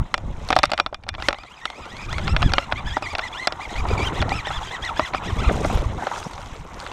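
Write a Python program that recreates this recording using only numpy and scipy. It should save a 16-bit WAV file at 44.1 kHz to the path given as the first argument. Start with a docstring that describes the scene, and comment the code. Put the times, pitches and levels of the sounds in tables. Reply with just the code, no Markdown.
"""Wind rumbles and water churns, and hard knocks soon follow; then a geared fishing reel whines.
On a small boat an angler cranks the reel close to a microphone in a hard housing.
Wind and water are shaped noise, and the gulps of a fish are bubbles that ring inside puffs of noise.
Knocks are short chatter with a ringing reel. The whine is a stack of tones at the rate of the gear
teeth, gliding up with each push on the handle."""
import sys
import numpy as np
from scipy import signal
from scipy.io import wavfile
from scipy.ndimage import uniform_filter1d

SR = 44100
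rng = np.random.default_rng(int(sys.argv[2]) if len(sys.argv) > 2 else 0)


def rack_gain(trim_db):
    """Turn a fader trim in dB into the linear factor to multiply a signal by."""
    fader = np.asarray(trim_db, float)
    return 10 ** (fader / 20)


def master(y):
    """Save y as 16-bit WAV."""
    cut = np.clip(np.atleast_2d(y).T, -1, 1)
    pcm = np.round(cut * 32767)  # scale
    wavfile.write(sys.argv[1], SR, pcm.astype(np.int16))


N = 305524  # length in samples


def evened(x):
    """Scales to rms 1."""
    return x / np.sqrt(np.mean(x ** 2) + 1e-20)


def along(rows, column):
    """Draws straight lines between the rows of a table, giving one column at every sample."""
    rows = np.array(rows)
    return np.interp(np.arange(N) / SR, rows[:, 0], rows[:, column])


def add(mix, start_s, sound):
    """Mixes a sound in at a time."""
    part = mix[round(start_s * SR):][:len(sound)]
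    part += sound[:len(part)]


def wander(count, size):
    """Smooth random curve of rms 1; a larger size wanders more slowly."""
    smooth = uniform_filter1d(rng.standard_normal(count), size)
    return evened(uniform_filter1d(smooth, size))


def read(spectrum, hz):
    """Reads a spectrum in dB at the given frequencies, on a logarithmic pitch scale."""
    f, db = np.transpose(spectrum)
    return np.interp(np.log(hz + 1), np.log(f + 1), db)


def coloured(x, spectrum):
    """Causal filter: its phase is the Hilbert transform of the log gain."""
    hz = abs(np.fft.fftfreq(4096, 1 / SR))
    log_gain = np.log(rack_gain(read(spectrum, hz)))
    taps = np.fft.ifft(np.exp(np.conj(signal.hilbert(log_gain)))).real[:2048]
    return signal.oaconvolve(x, taps)[:N]


def noise(spectrum, patchy_db, flicker_db, size=512):
    """Random short-time spectra with patches, and a flicker shared by all bands; rms 1."""
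    hop, hz = size // 4, np.fft.rfftfreq(size, 1 / SR)
    real, imaginary, patches = rng.standard_normal((N // hop + 5, len(hz), 3)).T
    # neighbouring bands and moments rise and fall together
    patches = evened(uniform_filter1d(uniform_filter1d(patches, 5, 0), 8, 1))
    flicker = wander(real.shape[1], size=3)
    inside = (hz >= spectrum[0][0]) & (hz <= spectrum[-1][0])
    colour = (inside * rack_gain(read(spectrum, hz)))[:, None]
    frames = (real + 1j * imaginary) * colour * rack_gain(patchy_db * patches + flicker_db * flicker)
    return evened(signal.istft(frames, nperseg=size, noverlap=size - hop)[1][:N])


# How hard the wind blows. Each row: time in seconds, rumble level in dB, buffeting level in dB.
WIND_LEVELS = [(0.0, -21.5, -39.5), (0.1, -46.5, -47), (0.25, -26.5, -41), (0.98, -45.5, -59),
               (1.25, -32, -57), (1.42, -53.5, -64), (1.8, -48, -45), (2.15, -23, -41.5),
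               (2.48, -18.5, -38), (2.62, -34.5, -50), (2.78, -29.5, -45), (3.2, -42.5, -49.5),
               (3.65, -42.5, -50.5), (3.92, -20, -27.5), (4.12, -26, -32), (4.3, -24, -31.5),
               (4.45, -34, -52), (5.15, -37.5, -46), (5.3, -24.5, -33.5), (5.55, -20, -26),
               (5.87, -22.5, -32.5), (6.1, -45.5, -39.5), (6.5, -38, -45), (6.92, -40, -45.5)]
# Colour of the wind's rumble. Each row: frequency in Hz, relative level in dB.
RUMBLE_COLOUR = [(12, -32), (20, 10.5), (53, 3.5), (106, -1), (162, -9.5), (400, -25.5), (520, -136),
                 (880, -120)]


def wind():
    """Lumpy rumble, and sharper buffeting above it at the microphone port."""
    buffet_colour = [(100, 4.0), (200, -6.5), (300, -9.5), (450, -8.5), (800, -14.0), (1500, -37)]  # (Hz, dB)
    rumble = noise(RUMBLE_COLOUR, patchy_db=3.0, flicker_db=3.13, size=1024)
    buffet = noise(buffet_colour, patchy_db=3.75, flicker_db=3.85)
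    return rumble * rack_gain(along(WIND_LEVELS, 1)) + buffet * rack_gain(along(WIND_LEVELS, 2))


# Single lumps of wind pressure on the port. Each row: middle in seconds, level in dB, width in seconds.
PRESSURE_LUMPS = [(2.327, -15, 0.0028), (2.345, -17, 0.0035), (2.457, -10, 0.0053), (4.035, -16.5, .002),
                  (5.332, -13, 0.0022), (5.757, -12, 0.0032), (5.863, -11.5, 0.0024)]


def thumps():
    """Each lump is one push of pressure between two shallow dips."""
    t, out = np.arange(N) / SR, np.zeros(N)
    for middle_s, db, width_s in PRESSURE_LUMPS:
        u = (t - middle_s) / width_s
        out += rack_gain(db) * (1 - u ** 2 / 2) * np.exp(-u ** 2 / 4)
    return out


def line_pull():
    """The wet line hisses on each push and falls quiet when the handle rests."""
    slack_db = -8  # the line hisses less when slack
    t, slack = np.arange(N) / SR, np.ones(N, bool)
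    for start_s, rise_s, fall_s, *_ in PUSHES_ON_HANDLE:
        slack &= (t < start_s) | (t > start_s + rise_s + fall_s)
    return rack_gain(slack_db * uniform_filter1d(slack * 1., 1100))


# Bursts of hiss from moving air, jerks of the rod and splashes.
# Each row: peak in seconds, rise in seconds, fall in seconds, then the wash, spray and drops levels in dB.
HISS_BURSTS = [(0.3, 1.2, 0.78, -63, -48, -60), (0.5, 0.15, 0.052, -44, -34, -31),
               (0.66, 0.15, 0.071, -42, -54, -59), (1.28, 0.06, 0.016, -45, -25, -42),
               (5.52, 0.029, 0.17, -39, -27.5, -28), (5.66, 0.11, 0.1, -50, -21, -33),
               (5.74, .1, 0.18, -35, -26.5, -23), (6.17, 0.19, 0.3, -43, -24.5, -30.5),
               (6.44, 0.14, 0.55, -53, -40, -36), (6.81, 0.082, 0.19, -55, -35, -26.5)]


def bursts(column):
    """Hiss level that swells to each burst's peak and dies away, 20 dB in its rise and fall time."""
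    t, out = np.arange(N) / SR, np.zeros(N)
    for row in HISS_BURSTS:
        peak_s, rise_s, fall_s = row[:3]
        distance = np.maximum((peak_s - t) / rise_s, (t - peak_s) / fall_s)
        out += rack_gain(row[column] - 20 * distance)
    return out


def droplets():
    """Short rising bubble chirps at random moments, a few of them large."""
    out, t = np.zeros(N), np.arange(400) / SR
    for hz in np.geomspace(5600, 11000, 8):
        falls = rng.random(N) < 20 / SR  # about 20 drops a second at each pitch
        size = rack_gain(4.5 * np.minimum(rng.exponential(1, N), 3)) * falls
        chirp = np.sin(2 * np.pi * hz * t * (1 + 30 * t)) * np.exp(-t * hz / 5)
        out += signal.oaconvolve(size, chirp)[:N]
    return evened(out)


# Gulps and slaps of the fish. Each row: start in seconds, relative level in dB, bubble's first pitch in Hz.
FISH_GULPS = [(3.852, -11, 863), (3.903, -15, 616), (3.951, -15, 970), (3.99, -16, 705), (4.029, -32, 450),
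              (4.19, -25, 500), (4.25, -22, 420), (4.13, -22, 440), (4.28, -24, 600), (4.504, -12, 725),
              (5.495, -9.5, 622), (5.539, -17, 386), (5.635, -17, 470), (5.648, -8.5, 561),
              (5.652, -20, 300), (5.699, -11.5, 657), (5.729, -19, 598), (5.773, -15.5, 417),
              (6.023, -13, 740), (6.068, -28, 810), (6.114, -13, 896), (6.159, -24, 923), (6.2, -25, 710),
              (6.31, -22.5, 880), (6.39, -29, 524)]


def gulps():
    """Each slap traps a bubble that rings a few cycles, rising, inside a puff of noise."""
    decay_cycles, glide_per_s, overall_db = 4.2, 11.7, -2
    out, t = np.zeros(N), np.arange(3000) / SR
    band = signal.butter(2, [300, 1500], "bandpass", fs=SR, output="sos")
    puffs = signal.sosfilt(band, rng.standard_normal((len(FISH_GULPS), len(t))))
    for (start_s, db, hz), puff in zip(FISH_GULPS, puffs):
        bubble = np.sin(2 * np.pi * hz * t * (1 + glide_per_s * t))
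        shape = np.exp(-t * hz / decay_cycles) * np.minimum(t / 0.00091, 1)
        add(out, start_s, rack_gain(db + overall_db) * (bubble + 1.4 * puff) * shape)
    return out


# Churned water and rubbing hands. Each row: time in seconds, level in dB.
WATER_LEVEL = [(0.0, -43.5), (0.18, -47), (0.5, -41.5), (0.78, -46.5), (0.92, -58), (1.1, -59),
               (1.28, -33.5), (1.36, -50.5), (2.2, -37), (3.0, -37), (3.52, -37.5), (4.04, -30),
               (4.24, -33.5), (4.88, -34.5), (5.14, -34.5), (5.72, -33.5), (5.94, -38), (6.04, -29),
               (6.3, -39), (6.66, -43.5), (6.82, -36.5), (6.92, -35.5)]
# Colours of the low slosh, the middle wash and the spray. Each row: frequency in Hz, relative level in dB.
SLOSH_COLOUR = [(300, 1.5), (600, -1.5), (1000, 7.5), (1300, -5.5), (2200, -8.5)]
WASH_COLOUR = [(1200, -18), (2000, 12), (4000, 14), (6000, -42)]
SPRAY_COLOUR = [(3500, -17), (4800, -6), (6500, 12), (9000, 5.5), (16000, -16.5)]


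def water():
    """Low slosh, a middle wash, spray, gulps, and single drops thrown up by the bursts."""
    wash_db, spray_db = -2, 8.5  # on the line, against the churned water
    churn = rack_gain(along(WATER_LEVEL, 1))
    line = churn * line_pull()
    slosh = noise(SLOSH_COLOUR, patchy_db=3.44, flicker_db=2.22) * churn
    wash = noise(WASH_COLOUR, patchy_db=2.6, flicker_db=2.2, size=256)
    wash = wash * (rack_gain(wash_db) * line + bursts(column=3))
    spray = noise(SPRAY_COLOUR, patchy_db=2.1, flicker_db=2.3, size=256)
    spray = spray * (rack_gain(spray_db) * line + bursts(column=4))
    return slosh + wash + spray + droplets() * bursts(column=5) + gulps()


# Thin gliding squeaks. Each row: start in seconds, length in seconds, first and last pitch in Hz, level in dB.
THIN_SQUEAKS = [(6.228, 0.05, 4430, 5800, -31), (6.313, 0.054, 5000, 3950, -43)]


def squeaks():
    """Thin tones that glide and level off."""
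    out = np.zeros(N)
    for start_s, length_s, first_hz, last_hz, db in THIN_SQUEAKS:
        u = np.linspace(0, 1, round(length_s * SR))
        hz = first_hz + (last_hz - first_hz) * np.sin(np.pi / 2 * u)
        tone = np.sin(2 * np.pi * np.cumsum(hz) / SR)
        add(out, start_s, rack_gain(db) * tone * signal.windows.tukey(len(u), .5))
    return out


# Knocks of handle, gears and rod.
# Each row: start in seconds, blow in dB, then thud and snap in dB against the blow.
HARD_KNOCKS = [(0.141, -11, -8.5, 4.5), (0.178, -29, 0, 9.5), (0.488, -30.5, 1, 19),
               (0.5039, -13.5, 3.5, 5), (0.527, -7.5, -4.5, -7), (0.555, -42, -11, 26),
               (0.564, -10, 3.5, 1), (0.588, -11, -4, 6), (0.632, -11, -8, 9), (0.6368, -5.5, -5, -14),
               (0.654, -22, -23, 14.5), (0.695, -35, 7, -10), (0.702, -32, -10, 8),
               (0.7169, -14.5, -0.5, 4), (0.734, -17.5, 2, 0), (0.739, -26, -18, 2),
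               (0.777, -18.5, -12, 2.5), (0.7878, -23.5, 0, -4), (0.799, -7.5, -4.5, -1),
               (0.862, -17, -5, -5), (0.9269, -40.5, 17, -33), (0.944, -21.5, -11.5, 1),
               (1.036, -34, -6, 0), (1.066, -41, 4, -13), (1.0781, -48.5, 18, -21),
               (1.089, -15.5, -9.5, 7.5), (1.14, -30.5, -4, -5), (1.1493, -25.5, -5, -26),
               (1.1818, -40, 11.5, -27), (1.2, -31.5, 0, -6), (1.223, -20.5, -10, 1), (1.285, -9, 0.5, 8),
               (1.3064, -24.5, 1, -23), (1.328, -20.5, -1, 1), (1.3442, -29.5, -1, -16),
               (1.3852, -32.5, -6, 3), (1.434, -31, -6, -25), (1.4468, -41.5, 5.5, -23),
               (1.6539, -14.5, -10, 2), (1.701, -31, 0.5, 9), (1.854, -37, -10, 10),
               (1.9672, -34, -13, 10.5), (2.061, -43, -16, 10), (2.128, -25.5, 0.5, 10.5),
               (2.1818, -19.5, -8, 2), (2.193, -26, 0.5, -30), (2.271, -26, -27, -10),
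               (2.2777, -15, -3.5, -9), (2.346, -34, 6, -9), (2.3639, -11, -9.5, -8), (2.42, -19, -2.5, 4),
               (2.4271, -12.5, -5.5, -12), (2.519, -23.5, -4, 6), (2.5353, -9, -6.5, 2.5),
               (2.5818, -7.5, -4, -27), (2.718, -28, -7, 2), (2.723, -12.5, -5.5, -39),
               (2.9682, -23, 9.5, 1), (3.0236, -29.5, 7.5, 8), (3.132, -32.5, 9, -15),
               (3.1509, -14.5, -6.5, -10), (3.183, -21, -3, 8), (3.192, -14.5, -7, -12), (3.472, -6, -9, 4),
               (3.5225, -21.5, -3.5, 3), (3.762, -26, -10, -13), (3.886, -33, -10, 10),
               (4.076, -37, -12, 7), (4.216, -18.5, -12, 1), (4.223, -14, -1.5, -23),
               (4.2922, -22.5, -9, 4), (4.3183, -27, 10, -16), (4.47, -23, 0, -2), (4.55, -49, -10, 15),
               (4.849, -38.5, -14, 23), (4.974, -43, -12, 18), (4.9945, -17, 10, -30),
               (5.1356, -21.5, -2.5, -20), (5.1461, -20, 2.5, -40), (5.646, -25, 7, -2),
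               (5.803, -34, -6, -3), (6.0689, -24, 10.5, -19), (6.133, -28.5, -10, -10),
               (6.16, -28, -19, -4), (6.228, -27, -21, -4), (6.3335, -36, 0, 9.5), (6.378, -33, -1, 3),
               (6.458, -38, -12, -10), (6.561, -45, -10, 13), (6.8003, -36.5, -6, 19),
               (6.853, -48, -10, 16), (6.864, -26.5, -7, -7), (6.915, -33, 2, 6)]
# What the reel keeps ringing with. Each row: pitch in Hz, relative level in dB, time to fall 60 dB in seconds.
REEL_MODES = [(320, -6, .03), (605, -3, .045), (755, -2, .04), (2412, 19, .12), (2805, 21, .06),
              (3524, 27, .07), (5577, 33, .07)]


def knocks():
    """A few ms of chatter in three bands, the bass lasting longest; then the reel rings on."""
    touch_s, touch_db = 0.0048, -9.5  # least lead and highest level of the light touch before a blow
    ring_db, ring_per_snap = -32, .3  # snappy blows set the spool ringing
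    grip = .15  # the hand's grip shifts the low modes of the frame within this share, centred on each pitch
    out, t = np.zeros(N), np.arange(6000) / SR
    hz, db, t60 = np.transpose(REEL_MODES)[:, :, None]
    edges_hz = [250, 1177], [1000, 5300], [4000, 9600]
    bands = [signal.butter(3, edges, "bandpass", fs=SR, output="sos") for edges in edges_hz]
    lasts_s = [.03, .02, .012]  # time to fall 60 dB
    chatter = rng.standard_normal((len(HARD_KNOCKS), 3, len(t)))
    chance = rng.random((len(HARD_KNOCKS), len(REEL_MODES), 1))
    for (start_s, blow_db, thud_db, snap_db), shake, draw in zip(HARD_KNOCKS, chatter, chance):
        levels_db = [thud_db + 14.0, 12, snap_db + 13.5]
        crack = np.zeros(len(t))
        for band, raw, level_db, last_s in zip(bands, shake, levels_db, lasts_s):
            crack += rack_gain(level_db) * signal.sosfilt(band, raw * rack_gain(-60 * t / last_s))
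        # the frame follows the thud, the spool the snap
        struck_db = np.where(hz < 1000, thud_db + 15.5, ring_db + ring_per_snap * snap_db)
        held_hz = hz * (1 + grip * (hz < 1000) * (draw[::-1] - .5))
        mode_gain = rack_gain(db + struck_db + 8.8 * (draw - 2.0) - 60 * t / t60)
        ring = (mode_gain * np.sin(2 * np.pi * held_hz * t)).sum(0)
        touch = rack_gain(blow_db + touch_db - 68 * draw[1, 0]) * crack[:200] * np.hanning(200)
        add(out, start_s - touch_s * (1 + draw[0, 0]), touch)
        add(out, start_s, rack_gain(blow_db) * (crack + ring) * np.minimum(t / 0.0009, 1))
    return out


def push(rise_s, fall_s, first_hz, top_hz, force_db):
    """Tooth rate and force through one push: the crank speeds up, then sags."""
    ease = 1.5  # shape of the speeding up
    sag_hz_per_s, sag_hz_per_s2 = 6000, 260000  # after the top the crank slows at once, then ever faster
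    force_db_per_octave = 4  # slower teeth strike softer
    t = np.arange(0, rise_s + fall_s, 1 / SR)
    late = np.maximum(t - rise_s, 0)
    up = np.sin(np.pi / 2 * np.minimum(t / rise_s, 1)) ** ease
    sag = late * (sag_hz_per_s + sag_hz_per_s2 * late)
    hz = np.maximum(first_hz + (top_hz - first_hz) * up - sag, top_hz / 2)
    hz = uniform_filter1d(hz, 300, mode="nearest")
    return t, hz, force_db + force_db_per_octave * np.log2(hz / top_hz)


# Pushes on the handle. Each row: start in seconds, speeding up in seconds, slowing in seconds,
# first tooth rate in Hz, top tooth rate in Hz, force at the top in dB.
PUSHES_ON_HANDLE = [(1.18, 0.091, 0.0037, 968, 2260, -47), (1.35, 0.07, 0.012, 1845, 2570, -52),
                    (1.385, .15, 0.0093, 940, 1086, -65), (1.46, 0.017, 0.011, 1890, 2280, -49.5),
                    (1.495, 0.041, 0.016, 2330, 3180, -50), (1.56, 0.018, 0.035, 2430, 2510, -53),
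                    (1.61, 0.081, 0.014, 1746, 2180, -47.5), (1.705, 0.011, 0.021, 2030, 2200, -49),
                    (1.74, .052, 0.023, 2006, 2740, -48.5), (1.812, 0.031, 0.012, 2450, 2410, -54),
                    (1.809, 0.23, 0.029, 1144, 2384, -47.5), (1.975, 0.047, 0.041, 2180, 2670, -46),
                    (2.08, 0.098, 0.025, 1177, 2367, -41), (2.21, 0.065, 0.0084, 1494, 1850, -45),
                    (2.27, 0.048, 0.019, 1936, 2760, -36), (2.392, 0.072, 0.051, 1090, 1787, -40),
                    (2.54, .1, 0.014, 1440, 1382, -43.5), (2.752, 0.037, 0.016, 1022, 1206, -42),
                    (2.856, 0.024, 0.022, 1440, 1740, -37.5), (2.899, 0.057, 0.03, 1500, 1976, -40),
                    (3.02, 0.011, 0.038, 1934, 2630, -36), (3.06, 0.053, 0.03, 1950, 2436, -37),
                    (3.209, 0.048, 0.033, 1743, 2025, -39), (3.321, 0.12, 0.026, 1122, 2100, -39.5),
                    (3.6, 0.031, 0.034, 1775, 2460, -40.5), (3.69, 0.042, 0.014, 1806, 2170, -44),
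                    (3.754, 0.0374, 0.02, 2047, 2390, -39), (3.879, 0.049, 0.021, 2300, 2440, -41),
                    (3.975, 0.05, 0.013, 2264, 2377, -34), (4.035, 0.027, 0.026, 2424, 3130, -30.5),
                    (4.14, 0.039, 0.04, 1410, 2076, -40), (4.299, 0.067, 0.048, 1960, 2670, -34),
                    (4.449, 0.025, 0.021, 1503, 1985, -35), (4.501, 0.059, 0.035, 1246, 1842, -40),
                    (4.615, 0.032, 0.009, 1380, 1780, -44), (4.66, 0.032, 0.0066, 1555, 1633, -44),
                    (4.708, 0.028, 0.036, 1610, 2100, -38.5), (4.82, 0.035, 0.051, 1527, 2038, -36.5),
                    (4.959, .08, 0.057, 1617, 2007, -39), (5.14, 0.023, 0.025, 2170, 2560, -40.5),
                    (5.23, 0.054, 0.038, 1123, 1910, -40), (5.33, 0.078, 0.0081, 896, 1145, -49),
                    (5.382, 0.045, 0.03, 1050, 1480, -39.5), (5.451, 0.016, 0.038, 1296, 1323, -40.5)]
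# Partials of the meshing teeth; alternate teeth differ, which adds half orders.
# Each row: multiple of the tooth rate, relative level in dB.
MESH_PARTIALS = [(.5, -10), (1, 0), (1.5, -12), (2, 1), (3, -1), (4, -2)]
# The gear case favours some pitches of the whine. Each row: frequency in Hz, gain in dB.
CASE_COLOUR = [(500, -4), (1000, -2), (1200, 5), (1550, -2), (1800, 1), (2000, 8), (2200, 0), (2420, 6),
               (2650, -2), (2850, 4), (3000, -1), (3150, 5), (3450, 7), (3800, -2), (4100, 2), (4450, -7),
               (4800, 3), (5500, 3), (6300, 2), (8000, 6), (11000, -6)]


def gears():
    """Tooth mesh whines with overtones on each push, rasps at every tooth, and sounds through the case."""
    wobble, wear = .024, .013  # typical shares by which hand speed and worn teeth shift the rate
    swell_db, rasp_db = 4.5, -6
    out = np.zeros(N)
    for start_s, *row in PUSHES_ON_HANDLE:
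        t, hz, force_db = push(*row)
        count = len(t)
        uneven = wear * wander(count, size=60) + wobble * wander(count, size=450)
        phase = 2 * np.pi * np.cumsum(hz * (1 + uneven)) / SR
        tone = np.zeros(count)
        for multiple, db in MESH_PARTIALS:
            tone += rack_gain(db + swell_db * wander(count, size=170)) * np.sin(multiple * phase)
        puffs = np.exp(1.5 * np.cos(phase) - 1.5)  # one puff of noise a tooth
        rasp = rack_gain(rasp_db) * puffs * rng.standard_normal(count)
        whine = np.sqrt(2) * rack_gain(force_db) * (tone + rasp)
        add(out, start_s, whine * signal.windows.tukey(count, .15))
    return coloured(out, CASE_COLOUR)


# The hard housing colours the airborne sources. Each row: frequency in Hz, gain in dB.
HOUSING_COLOUR = [(100, 1), (400, -7), (780, -1), (1050, -2), (1350, 4), (1650, -2), (2050, -1), (2900, -5),
                  (3400, -5.5), (4400, -10), (4900, -11.5), (5400, -15.5), (6500, -23.5), (9000, -27),
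                  (10500, -31), (13000, -23.5), (16000, -41)]


def housing(airborne):
    """The hard shell passes some pitches better than others and dulls the treble."""
    return coloured(airborne, HOUSING_COLOUR)


def scene():
    """Airborne sources pass the housing; wind works on the port itself."""
    airborne = water() + squeaks() + knocks() + gears()
    return (wind() + thumps() + housing(airborne))[None]


def roll_off(x):
    """The treble ends steeply here."""
    return signal.sosfilt(signal.butter(12, 16470, fs=SR, output="sos"), x)


def record(dry):
    """Peaks beyond full scale are cut flat."""
    mix = np.clip(dry, -1, 1)
    return roll_off(mix)


dry = scene()
out = record(dry)
master(out)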